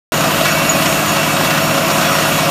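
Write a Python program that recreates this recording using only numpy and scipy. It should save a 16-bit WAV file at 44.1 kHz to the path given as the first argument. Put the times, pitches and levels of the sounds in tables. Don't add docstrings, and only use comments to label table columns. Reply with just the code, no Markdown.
import sys
import numpy as np
from scipy import signal
from scipy.fft import rfft, irfft
from scipy.io import wavfile
from scipy.ndimage import uniform_filter1d

SR = 44100
rng = np.random.default_rng(int(sys.argv[2]) if len(sys.argv) > 2 else 0)


def volts_from_db(level):
    exponent = np.asarray(level, float) / 20
    return 10 ** exponent


def wav_out(sig):
    wavfile.write(sys.argv[1], SR, np.round(np.clip(np.atleast_2d(sig).T, -1, 1) * 32767).astype(np.int16))


N = 110250


def level(x, db):
    return x * volts_from_db(db) / np.sqrt(np.mean(x ** 2))


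def walk(rate):
    hold = int(SR / rate)
    steps = np.repeat(rng.standard_normal(N // 200), hold)[:N + hold]
    smooth = uniform_filter1d(uniform_filter1d(steps, hold), hold)
    return 1.328 * smooth[:N]


def ring(x, hz, t60):
    pole = np.exp(2j * np.pi * hz / SR - np.log(1000) / (t60 * SR))
    return signal.lfilter([1], [1, -pole], x).imag


def band(x, hz, width_hz):
    return signal.lfilter(*signal.iirpeak(hz, hz / width_hz, fs=SR), x)


def random_ticks(per_s, spread_db, chance):
    return (chance[0] < per_s / SR) * volts_from_db(-spread_db * np.log(chance[1] + 1e-9))


# (frequency [Hz], spectral level [dB per Hz])
ROAR_SPECTRUM = [(15, -58), (25, -26), (150, -7), (394, -3.5), (655, -4.5), (833, -8), (1090, -8.5),
                 (13800, -21), (15000, -32.5)]
# (frequency [Hz], width [Hz], gain [dB])
BODY_RESONANCES = [(314, 85, 6.5), (412, 180, -6.5), (682, 250, 3), (810, 143, -3), (1190, 560, 5),
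                   (2130, 490, -1.5), (2770, 400, 6), (5000, 460, -3.5), (6920, 460, 5), (7800, 140, -4),
                   (10350, 290, -11), (11440, 660, 5), (12600, 1600, -5), (14230, 1340, 9.5)]


def roar(phase):
    swell_db, shared_db, flicker_db = .3, .5, 1
    throb_db, blow_scatter_db, blow_fade_cycles = 2.5, -2, 0.18
    f = np.arange(N // 2 + 1) * SR / N + 1
    hz, db = np.array(ROAR_SPECTRUM).T
    colour = np.interp(np.log(f), np.log(hz), db)
    for hz, width_hz, gain_db in BODY_RESONANCES:
        colour = colour + gain_db * np.exp(-2 * ((f - hz) / width_hz) ** 2)
    spectrum = rfft(rng.standard_normal(N)) * volts_from_db(colour)
    third_octave = 3 * np.log2(f / 20)
    swell = swell_db * walk(3.6)
    shared = [shared_db * walk(19.0) for _ in range(7)]
    puff = uniform_filter1d(np.exp(-phase / blow_fade_cycles), 88)
    throb = throb_db * puff * volts_from_db(blow_scatter_db * walk(18))
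    out = 0
    for k in range(31):
        part = irfft(spectrum * np.clip(1 - np.abs(third_octave - k), 0, 1), N)
        throb_share = np.exp(-((k - 20) / 11.7) ** 2)
        out = out + part * volts_from_db(swell + shared[k // 5] + flicker_db * walk(24.63) + throb * throb_share)
    return level(out, -16.5)


def clatter():
    chance = rng.random((3, N))
    ticks = random_ticks(400, 2, chance) * np.sign(chance[2] - .5)
    return level(band(band(ticks, 1300, 1600), 1300, 2400), -28)


# (frequency [Hz], rms level [dB], pitch wander [Hz])
PUMP_TONES = [(111.1, -37.5, .2), (552.83, -29, .05), (558.05, -35.5, .05), (645, -28.5, .5),
              (650, -35, .5), (659.2, -35, .6), (693.6, -34, .2), (710.2, -34, .6), (723, -38, 1),
              (737.8, -38, 1), (439.5, -42, .5), (228, -39, .3), (1096, -37, 1.5), (2265, -38, .6)]


def pumps():
    out = 0
    for hz, db, wander_hz in PUMP_TONES:
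        strength = volts_from_db(db + 1.3 * walk(25.1))
        pitch = hz + wander_hz * walk(5.02)
        out = out + strength * np.sqrt(2) * np.sin(2 * np.pi * np.cumsum(pitch) / SR)
    return out


# (time [s], cycle rate [Hz])
ENGINE_SPEED = [(0, 16.85), (.6, 16.875), (1.1, 16.905), (1.5, 16.925), (2.5, 16.93)]
# (multiple of the cycle rate, level [dB])
ENGINE_HARMONICS = [(2, -28), (3, -26), (4, -18), (6, -17.5), (8, -14), (9, 0), (10, -4.5), (11, -15),
                    (12, -2.5), (14, -8), (16, -7), (17, -20), (18, -6), (19, -17), (20, -9), (21, -19),
                    (26, -17), (28, -19)]


def engine():
    pipe_dispersion, pipe_order, pipe_turn = 1.85, 9.503, .74
    echo_share, echo_cycles = .6, .375
    cycle_hz = np.interp(np.arange(N) / SR, *np.array(ENGINE_SPEED).T)
    turn = 2 * np.pi * np.cumsum(cycle_hz) / SR
    out = 0
    for order, db in ENGINE_HARMONICS:
        pipe_lag = pipe_dispersion * (order - pipe_order) ** 2 + pipe_turn
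        echo_lag = echo_share * np.cos(2 * np.pi * echo_cycles * (order - 10))
        out = out + volts_from_db(db + walk(5.77)) * np.sin(order * turn + pipe_lag + echo_lag)
    return volts_from_db(-23) * out


def hammer_phase():
    blow_hz, start_s = 29.3, .003
    return (np.cumsum(blow_hz * (1 + .004 * walk(3))) / SR - start_s * blow_hz) % 1


def blow_instants(phase):
    return np.diff(phase, prepend=0) < 0


# (frequency [Hz], rms level [dB], t60 [s])
THUMP_MODES = [
    (673, -32, 0.035),
    (1076, -34, 0.073),
    (1348, -36.5, 0.1),
]


def hammer(phase):
    blows = blow_instants(phase)
    out = 0
    for hz, db, t60 in THUMP_MODES:
        strength = volts_from_db(2.5 * rng.standard_normal(N)) * np.sign(rng.standard_normal(N))
        out = out + level(ring(blows * strength, hz, t60), db)
    return out


def thud(db, hz):
    t = np.arange(SR // 5) / SR
    rise_s, tone_fade_s, t60_s, crack_hz = 0.00067, 0.0031, 0.11, 3270
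    noise = rng.standard_normal(len(t))
    body = level(band(noise, hz, 0.51 * hz), 0)
    tone = np.sin(2 * np.pi * hz * t) * np.exp(-t / tone_fade_s)
    crack = level(band(band(noise, crack_hz, 3800), crack_hz, 3800), -11)
    envelope = volts_from_db(db - 10.5 - 60 * t / t60_s) * (1 - np.exp(-t / rise_s))
    return (body + tone + crack) * envelope


# (time [s], level [dB])
ROCK_PRESSURE = [(0.12, -25), (0.42, -24), (0.455, -20), (0.6, -27.5), (0.66, -25), (0.99, -25),
                 (1.11, -23.5), (1.15, -23), (1.77, -26), (1.88, -35), (1.92, -24), (2.29, -23),
                 (2.48, -25.5), (2.5, -34)]
# (time [s], peak level [dB], centre frequency [Hz])
HARD_KNOCKS = [(0.1711, -10, 1070), (0.2057, -5, 1060), (0.2368, -4, 1100), (0.307, -5, 1020),
               (0.3734, -10, 1120), (0.4072, -8.5, 2800), (0.449, -5, 1250), (0.4544, -1, 1400),
               (0.55, -14, 1300), (0.649, -15, 1230), (0.7596, -17, 2690), (0.8213, -6.5, 2400),
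               (0.8517, -12, 1150), (0.858, -5.5, 2300), (0.925, -10, 2500), (1.0986, -12, 1160),
               (1.1301, -18, 1100), (1.1646, -2.5, 1030), (1.3024, -13, 1120), (1.3406, -21, 2750),
               (1.3643, -7.5, 1090), (1.4083, -5, 970), (1.4465, -2, 1170), (1.47, -11, 1000),
               (1.5047, -3, 1450), (1.5475, -4.5, 1030), (1.577, -4.5, 1280), (1.7427, -6, 1030),
               (1.777, -4, 1170), (1.9, -4.5, 1220), (1.9815, -9, 1170), (2.011, -5, 1270),
               (2.0478, -5, 1010), (2.1832, -8, 1060), (2.2213, -7.5, 1420), (2.25, -10, 1040),
               (2.322, -9, 1350), (2.353, -18, 1110), (2.3857, -5.5, 1090)]
STRING_HZ = [1437, 1963, 2266, 2280, 2628, 2695, 3372, 3804, 4463, 5362, 5573, 6014, 6112, 8152]
# (level [dB], t60 [s])
STRING_MODES = [(-10, .15), (-13, .2), (-16, .4), (-14.5, .15), (-13, .2), (-13, .3), (-13, .1), (-16, .2),
                (-16, .12), (-18, .25), (-17, .14), (-19.5, .15), (-33, .23), (-21, .2)]
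CASING_HZ = [1003, 1200, 1292, 1534, 1665, 1900, 2493, 2869, 3214, 4610, 5042, 5152, 7091, 12040]
# (level [dB], t60 [s])
CASING_MODES = [(-10.5, 0.54), (-12, .15), (-9, 0.15), (-12.5, 0.21), (-13.5, 0.27), (-10.5, 0.059),
                (-10.5, 0.086), (-17.5, 0.33), (-17, 0.098), (-25, 0.12), (-19, 0.24), (-36, .2),
                (-36, 0.086), (-27, .1)]


def drill_string(phase):
    rattle_db, knock_ring_db, wander_db = 1.5, -33, 1.5
    press = np.interp(np.arange(N) / SR, *np.array(ROCK_PRESSURE).T)
    blows = blow_instants(phase) * volts_from_db(12)
    knocks, out = np.zeros(N), np.zeros(N)
    for at, db, hz in HARD_KNOCKS:
        i = int(at * SR)
        knocks[i] = volts_from_db(db)
        hit = thud(db, hz)[:N - i]
        out[i:i + len(hit)] += hit
    for hz, (db, t60) in zip(STRING_HZ + CASING_HZ, STRING_MODES + CASING_MODES):
        chance = rng.random((3, N))
        impacts = random_ticks(1500, 2, chance) + blows
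        drive = impacts * (2 * chance[2] - 1) * volts_from_db(press + wander_db * walk(8.24))
        rattle = level(ring(drive, hz, t60), db + rattle_db + np.mean(press))
        knock_ring = volts_from_db(db + knock_ring_db) * ring(knocks * chance[2], hz, t60)
        out = out + rattle + knock_ring
    return out


SQUEAL_ONSETS = [.13, .485, .685, .89, 1.07, 1.6, 2.24, 2.42, .49, .55, .85, 1.6, 1.88, 2, 2.05, 2.21, 2.39,
                 1.44, 2.02, .13, .7, .86, 1.33, 1.95, 2.08, 2.19, .453, 1.47, .47, .65, .94, 1.16, 1.45,
                 .45, .52, .83, .47]
SQUEAL_PITCHES = [6720, 6802, 6802, 6802, 6802, 6790, 6800, 6820, 5575, 5575, 5545, 5575, 5575, 5575, 5575,
                  5575, 5580, 6015, 6015, 8153, 8153, 8153, 8153, 8230, 8153, 8153, 1440, 1450, 2695, 2695,
                  2696, 2697, 2695, 2268, 2265, 2266, 2630]
# (length [s], level [dB])
SQUEAL_BURSTS = [(0.072, -34), (0.048, -30), (0.032, -24), (0.077, -29), (0.042, -25.5), (.18, -41),
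                 (0.052, -44), (0.025, -42), (0.03, -32), (.02, -28), (.04, -29), (0.11, -32.5),
                 (0.04, -30), (.025, -33), (0.11, -30), (.06, -37), (0.052, -29), (0.15, -35), (.06, -34),
                 (.12, -40), (0.11, -38.5), (.08, -31), (0.22, -39), (.06, -40), (.05, -39), (0.07, -33),
                 (0.011, -17.5), (0.071, -21), (0.16, -24.5), (0.18, -27), (0.041, -23), (0.055, -20.5),
                 (0.16, -24), (0.035, -21.5), (.24, -29.5), (0.081, -29), (.13, -33)]


def squeal():
    rise_s, fade_s, pair_split, pitch_wander = .015, 0.038, .006, 0.00066
    t, out = np.arange(N) / SR, 0
    for at, hz, (length, db) in zip(SQUEAL_ONSETS, SQUEAL_PITCHES, SQUEAL_BURSTS):
        rise = np.clip((t - at) / min(rise_s, length / 3), 0, 1)
        press = rise * np.exp(-np.clip(t - at - length, 0, None) / fade_s)
        paired = 6500 < hz < 7000
        rough_db = 4 if paired else 1.5
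        for side in (-1, 1) if paired else (0,):
            pitch = hz * (1 + side * pair_split + pitch_wander * walk(61.3))
            strength = volts_from_db(db + rough_db * walk(50.65)) * press
            out = out + strength * np.sin(2 * np.pi * np.cumsum(pitch) / SR)
    return out


def scene():
    phase = hammer_phase()
    mix = roar(phase) + clatter() + pumps() + engine() + hammer(phase) + drill_string(phase) + squeal()
    return np.array([mix, mix])


def top_cut(x):
    return signal.sosfilt(signal.butter(12, 16100, fs=SR, output="sos"), x)


def record(dry):
    start_s, limit, top_hz = .1204, 1.6, 15000
    is_open = np.arange(N) >= start_s * SR
    held = limit * np.tanh(dry / limit) * is_open
    low_pass = signal.ellip(12, .3, 70, top_hz, fs=SR, output="sos")
    mix = signal.sosfilt(low_pass, held)
    return top_cut(mix)


dry = scene()
out = record(dry)
wav_out(out)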